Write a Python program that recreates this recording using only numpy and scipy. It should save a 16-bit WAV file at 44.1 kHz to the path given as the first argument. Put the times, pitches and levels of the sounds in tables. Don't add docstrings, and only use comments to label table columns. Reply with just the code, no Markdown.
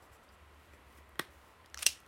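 import sys
import numpy as np
from scipy import signal
from scipy.io import wavfile
from scipy.ndimage import uniform_filter1d

SR = 44100
rng = np.random.default_rng(int(sys.argv[2]) if len(sys.argv) > 2 else 0)


def undo_db(level):
    steps = np.asarray(level, float) / 20
    return 10 ** steps


def master_out(mix):
    frames = np.transpose(np.atleast_2d(mix))
    ceiling = np.clip(frames, -1, 1)
    pcm = np.round(ceiling * 32767).astype(np.int16)
    wavfile.write(sys.argv[1], SR, pcm)


N = 91463
T = np.arange(N) / SR


def band(x, hz, width_hz):
    return signal.lfilter(*signal.iirpeak(min(hz, 0.45 * SR), hz / width_hz, fs=SR), x)


def highpass(x, hz):
    return signal.sosfilt(signal.butter(2, hz, "high", fs=SR, output="sos"), x)


def unit(x):
    return x / np.sqrt(np.mean(x ** 2))


def walk(rate_hz):
    k = int(SR / rate_hz)
    return unit(uniform_filter1d(uniform_filter1d(rng.standard_normal(N), k), k))


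def noise_band(hz, width_hz):
    return unit(band(rng.standard_normal(N), hz, width_hz))


def band_sum(x, bands):
    return sum(undo_db(db) * band(x, hz, width_hz) for hz, width_hz, db in bands)


# (frequency [Hz], width [Hz], level [dB])
CRACK_BANDS = [(3470, 2100, 6.5), (5600, 1700, 3), (8000, 2200, 1.5), (13900, 3100, -15)]


def add_contact(out, at_s, modes, crack_db):
    rise_cycles, crack_rise_s, crack_decay_s = 0.52, 0.0001, 0.00052
    i = int(at_s * SR) + 1
    t = T[i:i + 4096] - at_s
    ring = np.zeros(len(t))
    for k, (hz, db, t60_s) in enumerate(modes):
        sign = (-1) ** (k + 1)
        swell = 1 - np.exp(-t * max(hz, 1500) / rise_cycles)
        ring += sign * undo_db(db - 60 * t / t60_s) * np.sin(2 * np.pi * hz * t) * swell
    burst = rng.standard_normal(len(t)) * np.exp(-t / crack_decay_s) * (1 - np.exp(-t / crack_rise_s))
    out[i:i + 4096] += ring + undo_db(crack_db + 8) * band_sum(burst, CRACK_BANDS)


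def strike(times_s, contacts, modes, centre_hz):
    out = np.zeros(N)
    for at_s, (db, tilt_db_oct, crack_db) in zip(times_s, contacts):
        tilted = [(hz, db + mode_db + tilt_db_oct * np.log2(hz / centre_hz), t60_s)
                  for hz, mode_db, t60_s in modes]
        add_contact(out, at_s, tilted, db + crack_db)
    return out


# (frequency [Hz], level [dB], t60 [s])
CAP_MODES = [(334, -14.5, 0.0082), (640, -16, 0.014), (1400, -33, 0.012), (2742, -0.5, 0.051),
             (3200, -22.5, .015), (4060, -4, 0.017), (5160, -7, 0.0035), (5944, -1.5, 0.014),
             (6260, -25.5, 0.0086), (8180, 1.5, 0.0057), (9060, -5, 0.0062), (9830, -12, 0.0083),
             (12400, -38, .007), (14000, -24.5, .003)]
SNAP_TIMES = [1.8641, 1.8644, 1.8649, 1.8684, 1.8716, 1.8750, 1.8862]
# (level [dB], brightness [dB/octave], crack [dB])
SNAP_CONTACTS = [
    (-44, -3.5, -3),
    (-19.5, 14, -4.5),
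    (-16, 1.5, -1),
    (-21, 13, -0.5),
    (-32, 7.5, 1.5),
    (-36.5, -2.5, -14),
    (-58.5, -4, -16),
]


def cap_snap():
    return strike(SNAP_TIMES, SNAP_CONTACTS, CAP_MODES, 6300)


# (time [s], level [dB], low ring [Hz], high ring [Hz], high ring level [dB])
TICKS = [(.735, -54, 2280, 2380, 7), (1.7432, -44, 3280, 4400, 2), (2.064, -53, 6000, 12000, -2.5),
         (.546, -59, 10800, 12500, 2), (1.093, -52.5, 11500, 14000, 2), (1.66, -42, 4800, 9400, -20),
         (1.700, -51, 5500, 11000, -6), (1.7444, -28, 1750, 6000, -2.5), (1.755, -50, 4000, 7000, -20),
         (1.7737, -33, 1300, 5500, -13), (1.7754, -35, 2700, 5600, 7), (1.7835, -40.5, 2000, 5800, 11),
         (1.7894, -35, 2600, 5600, -4), (1.7926, -52, 2900, 5800, -5), (1.8252, -30, 2700, 10500, 10),
         (1.8276, -38.5, 1226, 9100, 14.5), (1.8287, -26, 5500, 9400, 6.5), (1.8308, -26.5, 3000, 8700, 3),
         (1.8345, -45, 2900, 12000, 5), (2.003, -45, 9000, 13000, -6)]


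def plastic_ticks():
    cycles = 13
    out = np.zeros(N)
    for at_s, db, low_hz, high_hz, high_db in TICKS:
        modes = [(low_hz, db, cycles / low_hz), (high_hz, db + high_db, 1.8 * cycles / high_hz)]
        add_contact(out, at_s, modes, db - 14)
    return out


# (frequency [Hz], level [dB], t60 [s])
NIB_PING = [(4850, -57, 0.024), (6000, -67, .01)]


def nib_flick():
    out = np.zeros(N)
    add_contact(out, 0.290, NIB_PING, -80)
    return out


# (time [s], level [dB])
RUB_LEVEL = [
    (1.788, -70),
    (1.791, -42.5),
    (1.803, -54),
    (1.821, -47.5),
    (1.822, -45),
    (1.831, -36),
    (1.837, -48.5),
    (1.846, -95),
    (1.863, -42.5),
]
# (frequency [Hz], width [Hz], level [dB])
RUB_BANDS = [(880, 900, -5), (2760, 4300, 8), (5800, 2200, -8.5), (8200, 2900, -25), (12000, 5000, -20)]


def cap_rub():
    noise = rng.standard_normal(N)
    grain_db = np.minimum(3.0 * rng.exponential(size=N), 9)
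    grains = noise * undo_db(grain_db) * undo_db(1.5 * walk(500))
    s, db = np.array(RUB_LEVEL).T
    rubbing = (T > s[0]) * (T < s[-1])
    return unit(band_sum(grains, RUB_BANDS)) * undo_db(np.interp(T, s, db)) * rubbing


# (frequency [Hz], width [Hz], level [dB])
SQUEAK_LINES = [(6120, 190, -31), (7940, 440, -31), (2800, 370, -58)]


def cap_squeak():
    end_s, rise_s = 1.864, 0.0022
    creep = np.exp(np.minimum(T - end_s, 0) / rise_s) * (T < end_s)
    return creep * sum(undo_db(db) * noise_band(hz, width_hz) for hz, width_hz, db in SQUEAK_LINES)


# (frequency [Hz], level [dB], t60 [s])
DESK_MODES = [(148, -13.5, 0.044), (343, -1.5, 0.027), (615, -6, .015), (853, -8, 0.018),
              (1118, -0.5, 0.021), (1520, 1.5, 0.02), (1890, 2, 0.042), (2370, -10, 0.017),
              (2600, -6.5, 0.011), (3160, -3, 0.021), (3550, -5, 0.0098), (4060, -10.5, .012),
              (5600, -21, 0.017), (12000, -9.5, 0.0055)]
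KNOCK_TIMES = [.7365, .985, 1.156, 1.645, 1.1921, 1.1930, 1.1945, 1.1953]
# (level [dB], brightness [dB/octave], crack [dB])
KNOCK_CONTACTS = [
    (-60.5, -4.5, -25),
    (-62.5, -5, -22),
    (-57, 0.5, -6),
    (-59, -1.5, -30),
    (-34.5, 3.5, -14.5),
    (-37, 1.5, -18),
    (-27, -1, -12.5),
    (-40, 6.5, 8.5),
]


def desk_knocks():
    return strike(KNOCK_TIMES, KNOCK_CONTACTS, DESK_MODES, 1980)


# (start [s], length [s], level [dB], nib ring [dB])
STROKES = [(0.017, .055, -74.5, 4), (0.114, .062, -72, 4.5), (0.227, 0.029, -76, 5), (0.316, 0.042, -75, 2),
           (0.51, .07, -88, -20), (0.574, 0.12, -83.5, -42), (0.705, 0.068, -80, 5.5),
           (0.856, 0.18, -74, -25), (0.97, 0.025, -70, -23), (1.289, 0.11, -71, -19),
           (1.372, 0.18, -72, -18)]
# (frequency [Hz], width [Hz], level [dB])
NIB_BANDS = [(5800, 1200, -5), (7700, 700, 0), (9900, 1200, -3), (12800, 1000, -5)]


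def paper():
    noise = rng.standard_normal((2, N)) * undo_db(1.4 * walk(120))
    nib = unit(band_sum(noise[0], NIB_BANDS))
    hand = unit(band(noise[1], 7500, 16000))
    out = np.zeros(N)
    for at_s, length_s, db, nib_db in STROKES:
        swell = np.sin(np.pi * np.clip((T - at_s) / length_s, 0, 1)) ** 0.7
        out += undo_db(db) * swell * (undo_db(nib_db) * nib + undo_db(-8 - 0.4 * nib_db) * hand)
    return out


# (frequency [Hz], t60 [s], level [dB])
ROOM = [(300, 0.38, -20.5), (895, 0.18, -15), (2540, 0.27, -17.5), (4960, 0.22, -13.5), (9000, 0.27, -20),
        (14000, 0.19, -14)]


def room(x):
    onset_s, early_t60_s, early_db = 0.004, 0.035, 8
    t, out, patchy_db = T[:SR // 2], x, 1.2 * walk(150)
    hz, t60s_s, dbs = np.array(ROOM).T
    for f in 200 * 2 ** np.arange(0, 6.4, 1 / 5):
        t60_s = np.interp(np.log(f), np.log(hz), t60s_s)
        db = np.interp(np.log(f), np.log(hz), dbs)
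        decay = undo_db(-120 * t / t60_s) + undo_db(2 * early_db - 120 * t / early_t60_s)
        decay = decay * np.clip(t / onset_s, 0, 1) * 100 / SR
        direct = band(band(x, f, f / 5), f, f / 5)
        power = np.maximum(signal.fftconvolve(direct ** 2, decay)[:N], 0)
        diffuse = unit(band(band(rng.standard_normal(N), f, f / 5), f, f / 5))
        out = out + undo_db(db + patchy_db) * np.sqrt(power) * diffuse
    return out


# (frequency [Hz], level [dB/Hz])
AIR = [(35, 1.5), (130, -9.5), (500, -6), (1100, -11), (2300, -11), (5000, -34.5), (11000, -27),
       (15400, -46)]


def fan_air():
    hz, db = np.array(AIR).T
    swell, air = walk(3.7), 0
    for f in 30 * 2 ** np.arange(0, 9.1, 0.5):
        level_db = np.interp(np.log(f), np.log(hz), db) + 0.18 * swell + 1.0 * walk(3)
        width_hz = f * 0.69
        air = air + undo_db(level_db) * band(band(rng.standard_normal(N), f, width_hz), f, width_hz)
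    return unit(air)


def fan_rumble(hum_hz):
    width_hz = 21.4
    return unit(band(band(rng.standard_normal(N), hum_hz, width_hz), hum_hz, width_hz))


# (frequency [Hz], width [Hz], level [dB])
FAN_LINES = [(582, 79, -75.5), (1032, 120, -70.5), (1317, 120, -73.5), (1944, 16, -78.5)]


def fan_lines():
    return sum(undo_db(db + 2.5 * walk(4)) * noise_band(hz, width_hz) for hz, width_hz, db in FAN_LINES)


def fan_tone(hum_hz):
    level = undo_db(-67 + 2.0 * walk(21))
    wobble_hz = 3.92 * walk(11)
    return level * np.sin(2 * np.pi * np.cumsum(hum_hz + wobble_hz) / SR)


def fan():
    hum_hz = 71.4
    air = undo_db(-63) * fan_air()
    rumble = undo_db(-63.5) * fan_rumble(hum_hz)
    fade_db = -1 * (T - 1.5)
    return (air + fan_lines()) * undo_db(fade_db) + rumble + 1.1 * fan_tone(hum_hz)


def scene():
    cap = highpass(cap_snap() + plastic_ticks() + nib_flick() + cap_rub() + cap_squeak(), 190)
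    desk = highpass(desk_knocks(), 92)
    return (room(desk + cap) + paper() + fan())[None]


def top_cut(x):
    return signal.sosfilt(signal.butter(12, 16930, fs=SR, output="sos"), x)


def record(dry):
    lowpass = signal.ellip(6, 0.3, 45, 15800, fs=SR, output="sos")
    mix = signal.sosfilt(lowpass, highpass(dry, 52))
    return top_cut(mix)


dry = scene()
out = record(dry)
master_out(out)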